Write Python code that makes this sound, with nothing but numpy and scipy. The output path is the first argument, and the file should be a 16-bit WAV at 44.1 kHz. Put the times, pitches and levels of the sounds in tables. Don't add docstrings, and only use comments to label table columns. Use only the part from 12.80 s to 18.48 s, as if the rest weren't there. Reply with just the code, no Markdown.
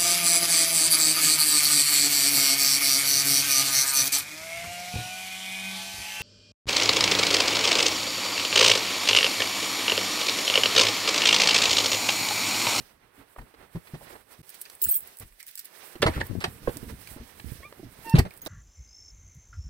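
import sys
import numpy as np
from scipy import signal
from scipy.fft import rfft, irfft
from scipy.io import wavfile
from scipy.ndimage import uniform_filter1d

SR = 44100
rng = np.random.default_rng(int(sys.argv[2]) if len(sys.argv) > 2 else 0)


def inscribe(sig):
    pcm = np.round(np.clip(np.atleast_2d(sig).T, -1, 1) * 32767)
    wavfile.write(sys.argv[1], SR, pcm.astype(np.int16))


def elevation(decibels):
    levels = np.asarray(decibels, float)
    return 10 ** (levels / 20)


N = 250488
PORTS = np.array([[1], [-1]])


def shaped(points, size=N):
    hz, db = np.transpose(points)
    log_hz = np.log(np.fft.rfftfreq(size, 1 / SR) + 1)
    gain = elevation(np.interp(log_hz, np.log(hz), db, left=-70, right=-70))
    x = irfft(rfft(rng.standard_normal(size)) * gain, size)
    return x / np.std(x)


def walk(rate):
    hold = int(SR / rate)
    levels = np.repeat(rng.standard_normal(N // hold + 1), hold)
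    return 1.73 * uniform_filter1d(levels, hold)[:N]


def blow(rise, fall, stop=2):
    t = np.arange(int(SR * (rise + 3 * fall)) + 2) / SR
    push = np.sin(np.pi / 2 * t / rise) ** 2
    return t, np.where(t < rise, push, np.exp(-np.abs((t - rise) / fall) ** stop))


def excerpt(x, place, t):
    return x[int(place * N / 2):][:len(t)]


def add(out, s, x, db, pan_db, lag):
    x = x * elevation(db) / np.max(np.abs(x))
    for port, sign in enumerate((1, -1)):
        i = max(int(s * SR + sign * lag / 2), 0)
        part = x[:N - i]
        out[port, i:i + len(part)] += part * elevation(sign * np.clip(pan_db, -24, 24) / 2)


def loose_mode(t, hz, rough, flutter):
    return np.imag((1 - rough + rough * flutter) * np.exp(2j * np.pi * hz * t))


DOOR_LAG = -11

STEPS = [(0.378, -46, 280, 0.047), (0.578, -34.5, 42.3, 0.019), (0.604, -38.5, 40.6, 0.032),
         (0.949, -25, 157, 0.027), (1.135, -27.5, 142, 0.022), (1.161, -47, 150, 0.021),
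         (1.59, -42.5, 148.5, 0.026), (2.046, -37.5, 68.7, 0.039), (2.403, -39, 93.6, 0.037),
         (2.438, -42.5, 41, 0.026), (4.083, -38.5, 208.6, 0.042), (4.121, -34, 65, 0.03),
         (4.361, -33.5, 270, 0.0082), (4.397, -34.5, 61, 0.025)]
LEAF = [(3.154, -35.5, 342, 0.014), (3.199, -31.5, 145, 0.018), (3.219, -25, 376, 0.022),
        (3.2555, -13.5, 111, 0.0049), (3.276, -19.5, 88.4, 0.018), (3.295, -26, 68, 0.027),
        (3.363, -22, 65, 0.018), (3.382, -24, 86.6, 0.054), (3.634, -32.5, 171, 0.038),
        (3.678, -30.5, 111, 0.01), (3.875, -13.5, 499, 0.0092), (3.891, -23, 283, 0.0064),
        (3.962, -33, 289, 0.015), (4.994, -36.5, 363, 0.0105), (5.029, -34, 306, 0.012),
        (5.186, -40, 119, 0.0053), (5.343, -15, 101, 0.013), (5.36, -18, 139, 0.054),
        (5.384, -7, 71.7, 0.012), (5.408, -22, 82, 0.021), (5.445, -30, 181.5, 0.031)]
LEFT_TAPS = [
    (3.495, -32, 104, 0.022),
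    (3.499, -40, 298, 0.0036),
    (3.511, -35, 247, 0.0057),
    (3.527, -33, 178, 0.013),
    (3.552, -30.5, 294, 0.0045),
    (3.562, -33, 197, 0.0052),
    (3.57, -31.5, 99, 0.011),
    (3.582, -30, 117, 0.0055),
]
RIGHT_TAPS = [
    (0.004, -44, 135, 0.0043),
    (4.028, -34.5, 178, 0.0046),
    (4.643, -36.5, 202, 0.0036),
    (4.652, -38, 68, 0.04),
    (4.716, -34.5, 104, 0.006),
    (5.661, -39, 308, 0.014),
]


def thuds(out):
    creak = shaped(RUMBLE)
    rows = [(*row, -3 * np.log2(row[2] / 102)) for row in STEPS + LEAF]
    rows += [(*row, 20) for row in LEFT_TAPS] + [(*row, -20) for row in RIGHT_TAPS]
    rows = sorted(rows)
    for (s, db, hz, fall, pan_db), turn in zip(rows, rng.random((len(rows), 3))):
        t, env = blow(0.5 / hz, fall, stop=3.4)
        body = np.sin(2 * np.pi * hz * t)
        body += 0.39 * np.sin(2 * np.pi * 0.686 * hz * t)
        body += 0.2 * np.sin(2 * np.pi * (2.175 * hz * t + turn[2]))
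        body += 0.43 * excerpt(creak, turn[1], t)
        add(out, s, env * body, db, pan_db, 6 * turn[2] - 3)


SCUFFS = [(0.583, -34.5, -14, 0.011), (0.608, -45, -9, 0.014), (0.737, -43.5, -7, 0.014),
          (0.824, -45.5, -5, 0.0086), (0.953, -35.5, -10.5, 0.016), (1.069, -42.5, 14, 0.012),
          (1.138, -35.5, -6.5, 0.018), (1.212, -49, -7, 0.019), (1.26, -44, 10, 0.022),
          (1.299, -38.5, -15, 0.013), (1.322, -40, -15, 0.02), (1.352, -39, -12, 0.012)]
KNOCKS = [(3.154, -36.5, 8, 0.007), (3.22, -8.5, 8.5, 0.013), (3.234, -16, -11, 0.025),
          (3.261, -11.5, -5.5, 0.018), (3.283, -38, -11, 0.014), (3.325, -31.5, 19, 0.055),
          (3.374, -28.5, -18, 0.013), (3.399, -24, -1.5, 0.014), (3.407, -23, 0, 0.01),
          (3.418, -40, -6, 0.0085), (3.604, -27.5, 2.5, 0.023), (3.641, -17.5, 3, 0.011),
          (3.874, -29.5, -7.5, 0.023), (4.359, -40.5, -12, 0.031), (5.341, -24, -8, 0.012),
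          (5.35, -17, -2, 0.022), (5.367, -24.5, -1, 0.015), (5.383, -16.5, -1, 0.014),
          (5.394, -19.5, -11, 0.0093), (5.449, -30, -7.5, 0.015), (5.662, -29, -7, 0.011)]
TICKS = [(0.561, -33.5, -15, 0.0051), (1.855, -39, 22, 0.013), (1.898, -41.5, 14, 0.0041),
         (2.628, -49, 26, 0.0052), (2.523, -49, 20, 0.0028), (3.412, -17.5, -1.5, 0.0038),
         (3.64, -14, 19, 0.0051), (4.273, -40, 22, 0.005), (4.597, -35, 18, 0.005), (4.832, -42, 0, 0.0013),
         (4.925, -37, -5.5, 0.0036), (5.507, -47.5, 16, 0.008)]
# [f/Hz, level/dB per Hz]
KNOCK_SPECTRUM = [(180, -59), (300, -6), (1480, -9.5), (1930, -7), (3090, -13.5), (3590, -17), (4310, -15),
                  (6900, -30.5), (8160, -23), (15200, -43.5), (16500, -59)]


def knocks(out):
    rows = [(*row, pan_db) for table, pan_db in ((SCUFFS, -7), (KNOCKS, -3.5), (TICKS, -3.5)) for row in table]
    wood = shaped(KNOCK_SPECTRUM) * elevation(1.3 * walk(600))
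    dull = signal.sosfilt(signal.butter(2, 1500, fs=SR, output="sos"), wood)
    bright = wood - dull
    for (s, db, treble_db, fall, pan_db), turn in zip(rows, rng.random((len(rows), 2))):
        t, env = blow(0.32 * fall, fall)
        treble = elevation(min(treble_db, 20)) * env ** 0.89 * excerpt(bright, turn[0], t)
        lag = DOOR_LAG + 20 * turn[1] - 10
        add(out, s, env * excerpt(dull, turn[0], t) + treble, db, pan_db, lag)


PART_NOTES = [(1.853, 4620, -46, 0.0075, 0.55), (1.8535, 2520, -47, .006, 0.54),
              (2.04, 4500, -42, 0.0067, 0.26), (2.043, 2850, -42, 0.019, 0.6),
              (2.063, 1605, -39, 0.0059, 0.5), (2.138, 3270, -48, 0.024, 0.17),
              (2.6, 2130, -47, 0.036, 0.9), (3.223, 3670, -23, 0.015, 1), (3.227, 1930, -28, 0.013, 0.9),
              (3.228, 410, -13.5, 0.01, 0.5), (3.261, 1290, -18, .01, .5), (3.268, 635, -22, 0.021, 0.14),
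              (3.269, 910, -26, 0.021, 0.4), (3.268, 4400, -40, 0.022, 0.95),
              (3.275, 2020, -26, 0.012, 0.7), (3.34, 1750, -36, .014, .95), (3.361, 1366, -34, 0.023, 0.2),
              (3.4115, 1762, -18, 0.0052, .6), (3.41, 905, -30.5, 0.017, 0.44),
              (3.642, 716, -28.5, 0.025, 0.4), (4.272, 2350, -38.5, 0.005, 0.42),
              (4.83, 1850, -42.5, 0.0056, 0.34), (4.849, 500, -45, 0.0034, 0.3),
              (5.256, 331, -36.5, 0.038, 0.38), (5.351, 3710, -31, 0.019, 0.9),
              (5.381, 799, -24.5, 0.011, 0), (5.391, 1950, -24.5, 0.01, 0.4),
              (5.39, 4700, -30, 0.008, .95), (5.508, 2300, -42, 0.0045, 0.5),
              (5.617, 6540, -47, 0.014, 0.1), (5.6155, 12700, -46.5, .018, 0),
              (5.6155, 14930, -38, .024, 0.06), (5.6615, 3810, -31, 0.0032, 0.37),
              (0.0, 450, -48.5, 0.0078, 0.26), (0.561, 830, -44, 0.0043, 0.2),
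              (0.77, 44.8, -55, 0.027, 0.17), (2.49, 36.7, -52.5, 0.044, 0.1),
              (3.236, 1494, -29, 0.0088, 0.6), (3.284, 307, -20.5, 0.011, 0.17),
              (3.362, 299, -32.5, 0.025, 0.27), (3.873, 1530, -26, 0.0049, 0.42),
              (4.597, 1710, -44.5, 0.0079, 0.4), (4.78, 70, -41.5, 0.017, 0.08),
              (4.801, 453, -43.5, .005, 0.42), (4.831, 500, -47, .004, 0.4), (4.924, 480, -41, 0.0028, .3),
              (1.21, 717, -42, 0.012, 0.7), (1.272, 2000, -50, .02, 0.9), (5.04, 119, -39, 0.031, 0.4),
              (5.345, 391, -23, 0.027, .4), (5.45, 600, -39, 0.025, 0.54), (5.662, 598, -33, 0.022, 0.45)]


def part_notes(out):
    flutter = walk(500) + 1j * walk(500)
    rattle = []
    for a, b, c in rng.random((50, 3)):
        s, hz = np.interp(a, (0, 1), (2.018, 2.155)), np.interp(b, (0, 1), (2300, 5850))
        rattle.append((s, hz, -50 - 8 * c, 0.017 * (.5 + c), .3))
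    rows = PART_NOTES + rattle
    for (s, hz, db, fall, rough), turn in zip(rows, rng.random(len(rows))):
        t, env = blow(max(0.15 * fall, 1 / hz), fall)
        tone = loose_mode(t, hz, np.clip(rough, 0, 1), excerpt(flutter, turn, t))
        lag = 1 if hz > 1600 else DOOR_LAG
        add(out, s, env * tone, db, -3.5, lag)


def slam(out):
    t, env = blow(0.0036, 0.012, stop=2.3)
    add(out, 5.3385, np.sqrt(env) * np.sin(2 * np.pi * 154.7 * t), -5, -2, 0)


# [t/s, peak level/dB, dull part level/dB]
CLINKS = [(1.692, -30.5, -2), (1.701, -36, -6), (1.7428, -33.5, 6), (1.75, -37, 0), (1.814, -23.5, -4),
          (1.82, -38, -6), (1.853, -38.5, 17), (1.898, -33, 6), (1.951, -34, -14), (2.205, -26, -18),
          (2.2739, -30.5, -19), (2.37, -32.5, -6), (2.3856, -33, -15), (2.398, -30, -9), (2.424, -36, 5),
          (2.602, -44, 12), (2.6276, -27, 4), (2.665, -35, -3), (2.673, -38, -4), (2.681, -34, 1),
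          (2.7115, -37, 4), (2.811, -38, 7), (2.754, -25.5, -4), (2.775, -28, 2), (2.781, -28.5, 4.5),
          (2.7922, -24.5, 1), (2.8455, -31, 1), (2.849, -35, -5), (2.854, -30.5, 0)]
# [t/s, peak level/dB, dull part level/dB]
DANGLE = [(3.2188, -19.5, 14), (3.467, -33, -4), (3.604, -34, 19), (3.639, -31, 0), (3.97, -26.5, 0),
          (4.273, -34, 7), (5.295, -28.5, 3), (5.3876, -19, 8), (5.507, -38, 6), (5.538, -42, -7),
          (5.566, -42, -5), (5.5746, -38, -10), (5.616, -42, 1), (5.649, -39, -2), (5.661, -31, 10),
          (5.668, -33, 12)]
# [t/s, peak level/dB]
SHAKE = [(2.017, -15), (2.0222, -17), (2.038, -11.5), (2.112, -29), (2.175, -42), (2.192, -42),
         (2.0417, -18), (2.046, -14), (2.0544, -25), (2.0664, -32), (2.089, -29), (2.104, -37),
         (2.1214, -34), (2.142, -25), (2.1535, -24), (2.1636, -33)]
# [f/Hz, level/dB per Hz]
CRACK = [(710, -67), (1200, -22), (3470, -13.5), (4540, -6.5), (6830, -12.5), (7440, -10), (7850, -5),
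         (11300, -3.5), (12200, -4.5), (15600, 1)]
# [t/s, left minus right level/dB]
HAND = [
    (1.65, -5),
    (1.9, -4),
    (2.05, 1.5),
    (2.2, -7.5),
    (2.8, -4.5),
    (3.3, -9.5),
    (5.68, -14),
]
LOWEST_KEY_HZ, DETUNE = 7300, .05


def key_modes():
    hz = np.array(RINGS)[:, 1]
    return hz[hz > LOWEST_KEY_HZ]


def clinks(out):
    grit, key_hz = shaped(CRACK) * elevation(2.5 * walk(900)), key_modes()
    dull = signal.sosfiltfilt(signal.butter(4, LOWEST_KEY_HZ, fs=SR, output="sos"), grit)
    rows = [(*row, 1) for row in CLINKS + DANGLE] + [(*row, -11, 2.6) for row in SHAKE]
    rows = sorted(rows)
    for (s, db, dull_db, free), turn in zip(rows, rng.random((len(rows), 14))):
        fall = 0.0069 * (1 + 0.15 * (2 * turn[12] - 1))
        pan_db = np.interp(s, *np.transpose(HAND)) + 1.5 * (2 * turn[13] - 1)
        t, env = blow(0.13 * fall, free * fall, stop=1.35)
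        crack = excerpt(grit, turn[0], t) + (elevation(dull_db) - 1) * excerpt(dull, turn[0], t)
        crack = crack * (1 + 2.5 * np.exp(-t / .0012))
        hz = key_hz[(turn[2:7] * len(key_hz)).astype(int)] * (1 + DETUNE * (turn[7:12] - .5))
        ring = np.sin(2 * np.pi * (hz[:, None] * t + turn[7:12, None])).sum(axis=0)
        add(out, s, env ** (free ** 2) * crack + 0.15 * env * ring, db, pan_db, 16 * turn[1] - 8)


# [t/s, f/Hz, peak level/dB, length/s]
RINGS = [(2.015, 8600, -37, 0.0091), (2.018, 15500, -21, .016), (2.018, 14200, -32, .014),
         (2.027, 10780, -35, 0.025), (2.037, 7326, -34, 0.012), (2.04, 15500, -20, 0.016),
         (2.063, 8760, -43, 0.018), (2.08, 13000, -31, .037), (2.086, 8900, -31.5, 0.022),
         (2.082, 15650, -22, .018), (2.105, 13900, -20.5, 0.027), (2.108, 8530, -43, 0.026),
         (2.137, 8540, -31.5, 0.011), (2.133, 13300, -30.5, 0.04), (2.15, 15580, -25, 0.02),
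         (2.147, 14800, -25, 0.028), (2.153, 9900, -36.5, 0.015), (2.154, 11930, -37.5, 0.024),
         (2.665, 15150, -48, 0.031), (2.774, 7490, -51, 0.017), (5.645, 12300, -54, .012),
         (5.649, 15260, -50, .014), (1.698, 8670, -50.5, 0.01), (1.81, 13800, -40, 0.011),
         (2.009, 12350, -50, .015), (2.04, 12530, -38, .009), (2.041, 9860, -37, .012),
         (2.08, 9800, -41, .018), (2.112, 12100, -38, 0.02), (2.136, 13840, -31, .008),
         (2.214, 15700, -44, 0.034), (2.668, 11600, -53, .025), (2.675, 8750, -55, .012)]
KEY_MODES_HZ = np.array([4600, 6560, 7330, 7640, 8560, 9990, 11280, 11925, 12250, 12530, 13366, 14305, 14930, 15120, 15600])


def rings(out):
    pick, key_hz = rng.random((420, 4)).T, key_modes()
    flutter = walk(700) + 1j * walk(700)
    ring_db, pan_db = 7, -3.5
    swarm_hz = key_hz[(pick[1] * len(key_hz)).astype(int)] * (1 - 2 * DETUNE * pick[2])
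    swarm = np.transpose([np.interp(pick[0], (0, 1), (2.018, 2.19)),
                          np.maximum(swarm_hz, LOWEST_KEY_HZ + 900 * pick[2]),
                          -43 - ring_db - 14 * pick[3],
                          .011 * (.5 + pick[3])])
    clear = [(s, KEY_MODES_HZ[np.argmin(np.abs(KEY_MODES_HZ - hz))], *rest) for s, hz, *rest in RINGS]
    rows = [*clear, *swarm]
    for (s, hz, db, length), turn in zip(rows, rng.random((len(rows), 5))):
        t, env = blow(0.39 * length, 0.61 * length)
        rough = .6 if hz > 14700 else .1
        tone = loose_mode(t, hz, rough, excerpt(flutter, turn[2], t))
        add(out, s, env * tone, db + ring_db, pan_db, 1)
        twin = np.sin(2 * np.pi * ((hz + 300 * (turn[0] - .5)) * t + turn[1]))
        add(out, s, env * twin, db + ring_db - 13, pan_db + 16 * (turn[3] - .5), 8 * turn[4])


# [t/s, level/dB]
SQUEAKS = [
    [(4.824, -60), (4.836, -50), (4.848, -52), (4.866, -51), (4.895, -66)],
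    [(5.238, -62), (5.255, -45), (5.275, -38), (5.335, -34), (5.35, -46)],
]
# [f/Hz, slip t/s, pitch step share, second level/dB, third level/dB, mute level/dB, second fades dB/s]
SEAL = [
    (1150, 4.849, .04, 2, -14, -5, -330),
    (905, 5.302, -.006, -14, -14, -16, 0),
]
# [multiple, level/dB against the third partial]
OVERTONES = [(4, -20), (5, -12), (6, -11)]


def squeaks():
    t, out = np.arange(N) / SR, 0
    for points, (hz, slip, step, second_db, third_db, mute_db, fade) in zip(SQUEAKS, SEAL):
        s, db = np.transpose(points)
        since, level_db = (t - slip) / .005, np.interp(t, s, db)
        phase = 2 * np.pi * np.cumsum(hz * (1 + .003 * walk(150) + step * np.tanh(since))) / SR
        second_db = second_db + mute_db * np.exp(-since ** 2) + fade * np.clip(t - slip, 0, 1)
        second = elevation(level_db + second_db + 2.5 * walk(90))
        third = elevation(level_db + third_db + 2 * walk(60))
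        upper = np.sin(3 * phase)
        for k, more_db in OVERTONES:
            upper = upper + elevation(more_db + .9 * (level_db + 34)) * np.sin(k * phase)
        gate = np.clip(np.minimum(t - s[0], s[-1] - t) / 0.0076, 0, 1)
        tone = elevation(level_db) * np.sin(phase) + second * np.sin(2 * phase) + third * upper
        out = out + gate * np.sqrt(2) * tone
    return out * elevation(-1.5 * PORTS)


def room(hits):
    t60_s, level_db = .12, -13
    t = np.arange(SR // 3) / SR
    tail = rng.standard_normal((2, len(t))) * elevation(-60 * t / t60_s) * (t > .004)
    tail = tail / np.sqrt(np.sum(tail ** 2, axis=1, keepdims=True))
    return elevation(level_db) * signal.fftconvolve(hits, tail, axes=1)[:, :N]


# [t/s, effort level/dB, hiss against brush level/dB]
RUSTLE = [(0.0, -59.5, 2), (0.26, -63, -10), (0.54, -61.5, -5), (0.78, -61.5, -5.5), (1.04, -60.5, -4.5),
          (1.45, -66, -5.5), (1.6, -63, -5), (1.98, -59.5, -0.5), (2.35, -59.5, 6), (2.56, -69, 5.5),
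          (2.73, -71.5, 12.5), (2.84, -64, 3.5), (3.19, -59, -3.5), (3.47, -53, -1), (4.16, -55, -0.5),
          (4.57, -60.5, 1), (5.06, -60.5, -1.5), (5.68, -57, -3)]
# [middle t/s, half length/s, gain level/dB, extra hiss level/dB]
STROKES = [(0.392, 0.066, 8, 1.5), (0.588, 0.027, 8.5, -2.5), (0.845, 0.025, 8, -5.5),
           (0.965, 0.042, 4, 0.5), (1.264, 0.24, 9.5, 2.5), (1.52, 0.047, 11, 3), (1.75, 0.25, 2.5, 8),
           (2.08, 0.1, 4, 6), (2.245, 0.095, 5.5, -1), (2.427, 0.032, 16, -9.5), (2.605, 0.016, -5, 21.5),
           (2.689, 0.029, 1.5, 9), (2.802, 0.081, -8, 11), (3.032, 0.21, 10, 1.5), (3.318, 0.12, 13, -4),
           (4.1, 0.02, 5.5, -1.5), (4.28, 0.11, 1.5, 5.5), (4.704, 0.13, 1.5, 5.5),
           (4.807, 0.051, 0.5, 3.5), (5.258, 0.17, 5, 4.5)]
# [t/s, rumble level/dB]
GRIP = [(0.0, -69.5), (0.47, -73), (0.81, -65), (1.01, -70), (1.19, -60.5), (1.58, -75.5), (1.96, -79.5),
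        (2.23, -65), (2.5, -89), (2.93, -79), (3.23, -76), (3.37, -42), (3.5, -53), (4.05, -47),
        (4.44, -63.5), (4.63, -56.5), (5.2, -58), (5.68, -61)]
# [t/s, left minus right level/dB]
SLEEVE = [
    (0, -10.5),
    (1.65, -15),
    (2.3, -4.5),
    (3.05, -15),
    (3.5, -6),
    (3.95, -15.5),
    (4.7, -14.5),
    (4.85, -15),
    (5.68, -7),
]
# [f/Hz, level/dB per Hz]
RUMBLE = [(12, -37), (20, -1), (70, 3), (258, -4), (296, -5), (367, -12), (500, -10.5), (650, -56),
          (1100, -120)]
BRUSH = [(88, -27), (150, -8), (297, -8), (378, -1), (489, -3), (1100, -5.5), (1890, -7), (4500, -20.5),
         (5850, -70), (9900, -120)]
HISS = [(800, -27), (1760, -1.5), (3000, -5.5), (5320, -6), (6820, -10)]
SHEEN = [(6820, -13.5), (8140, -4), (11500, -5), (15100, -4), (16000, -8.5), (16300, 0)]


def rustle():
    t = np.arange(N) / SR
    s, effort_db, hiss_more_db = np.transpose(RUSTLE)
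    brush_db, extra_db = np.interp(t, s, effort_db), np.interp(t, s, hiss_more_db)
    for middle, half, gain_db, more_db in STROKES:
        sweep = np.clip(1 - np.abs(t - middle) / half, 0, 1)
        brush_db, extra_db = brush_db + gain_db * sweep, extra_db + more_db * sweep
    rumble_db, hiss_db = np.interp(t, *np.transpose(GRIP)), brush_db + extra_db
    sleeve_db = np.interp(t, *np.transpose(SLEEVE)) * PORTS / 2
    stroke, out = walk(40), 0
    # spectrum, level dB, difference between ports, shared and own unevenness dB
    layers = ((RUMBLE, rumble_db, .3, 1.1, 2),
              (BRUSH, brush_db - 4.5, .8, .7, 1.2),
              (HISS, hiss_db - 9, 1.1, .7, 1.2),
              (SHEEN, hiss_db - 5.8, 1.1, .7, 1.3))
    for points, db, apart, stroke_db, own_db in layers:
        pair = shaped(points) + apart * shaped(points) * PORTS
        out = out + pair * elevation(db + stroke_db * stroke + own_db * walk(35) + min(apart, 1) * sleeve_db)
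    return out


def scene():
    hits = np.zeros((2, N))
    for add_source in (thuds, knocks, clinks, rings, part_notes, slam):
        add_source(hits)
    hits += squeaks()
    return hits + room(hits) + rustle()


# [start t/s, end t/s]
GAPS = [
    (1.618, 1.629),
    (5.603, 5.608),
]


def low_pass(x):
    return signal.sosfilt(signal.butter(12, 16820, fs=SR, output="sos"), x)


def record(dry):
    t = np.arange(N) / SR
    for start, end in GAPS:
        dry = dry * np.clip(np.maximum(start - t, t - end) / 0.00031, .03, 1)
    top = signal.ellip(8, .2, 30, 15850, fs=SR, output="sos")
    return low_pass(signal.sosfilt(top, dry))


dry = scene()
out = record(dry)
inscribe(out)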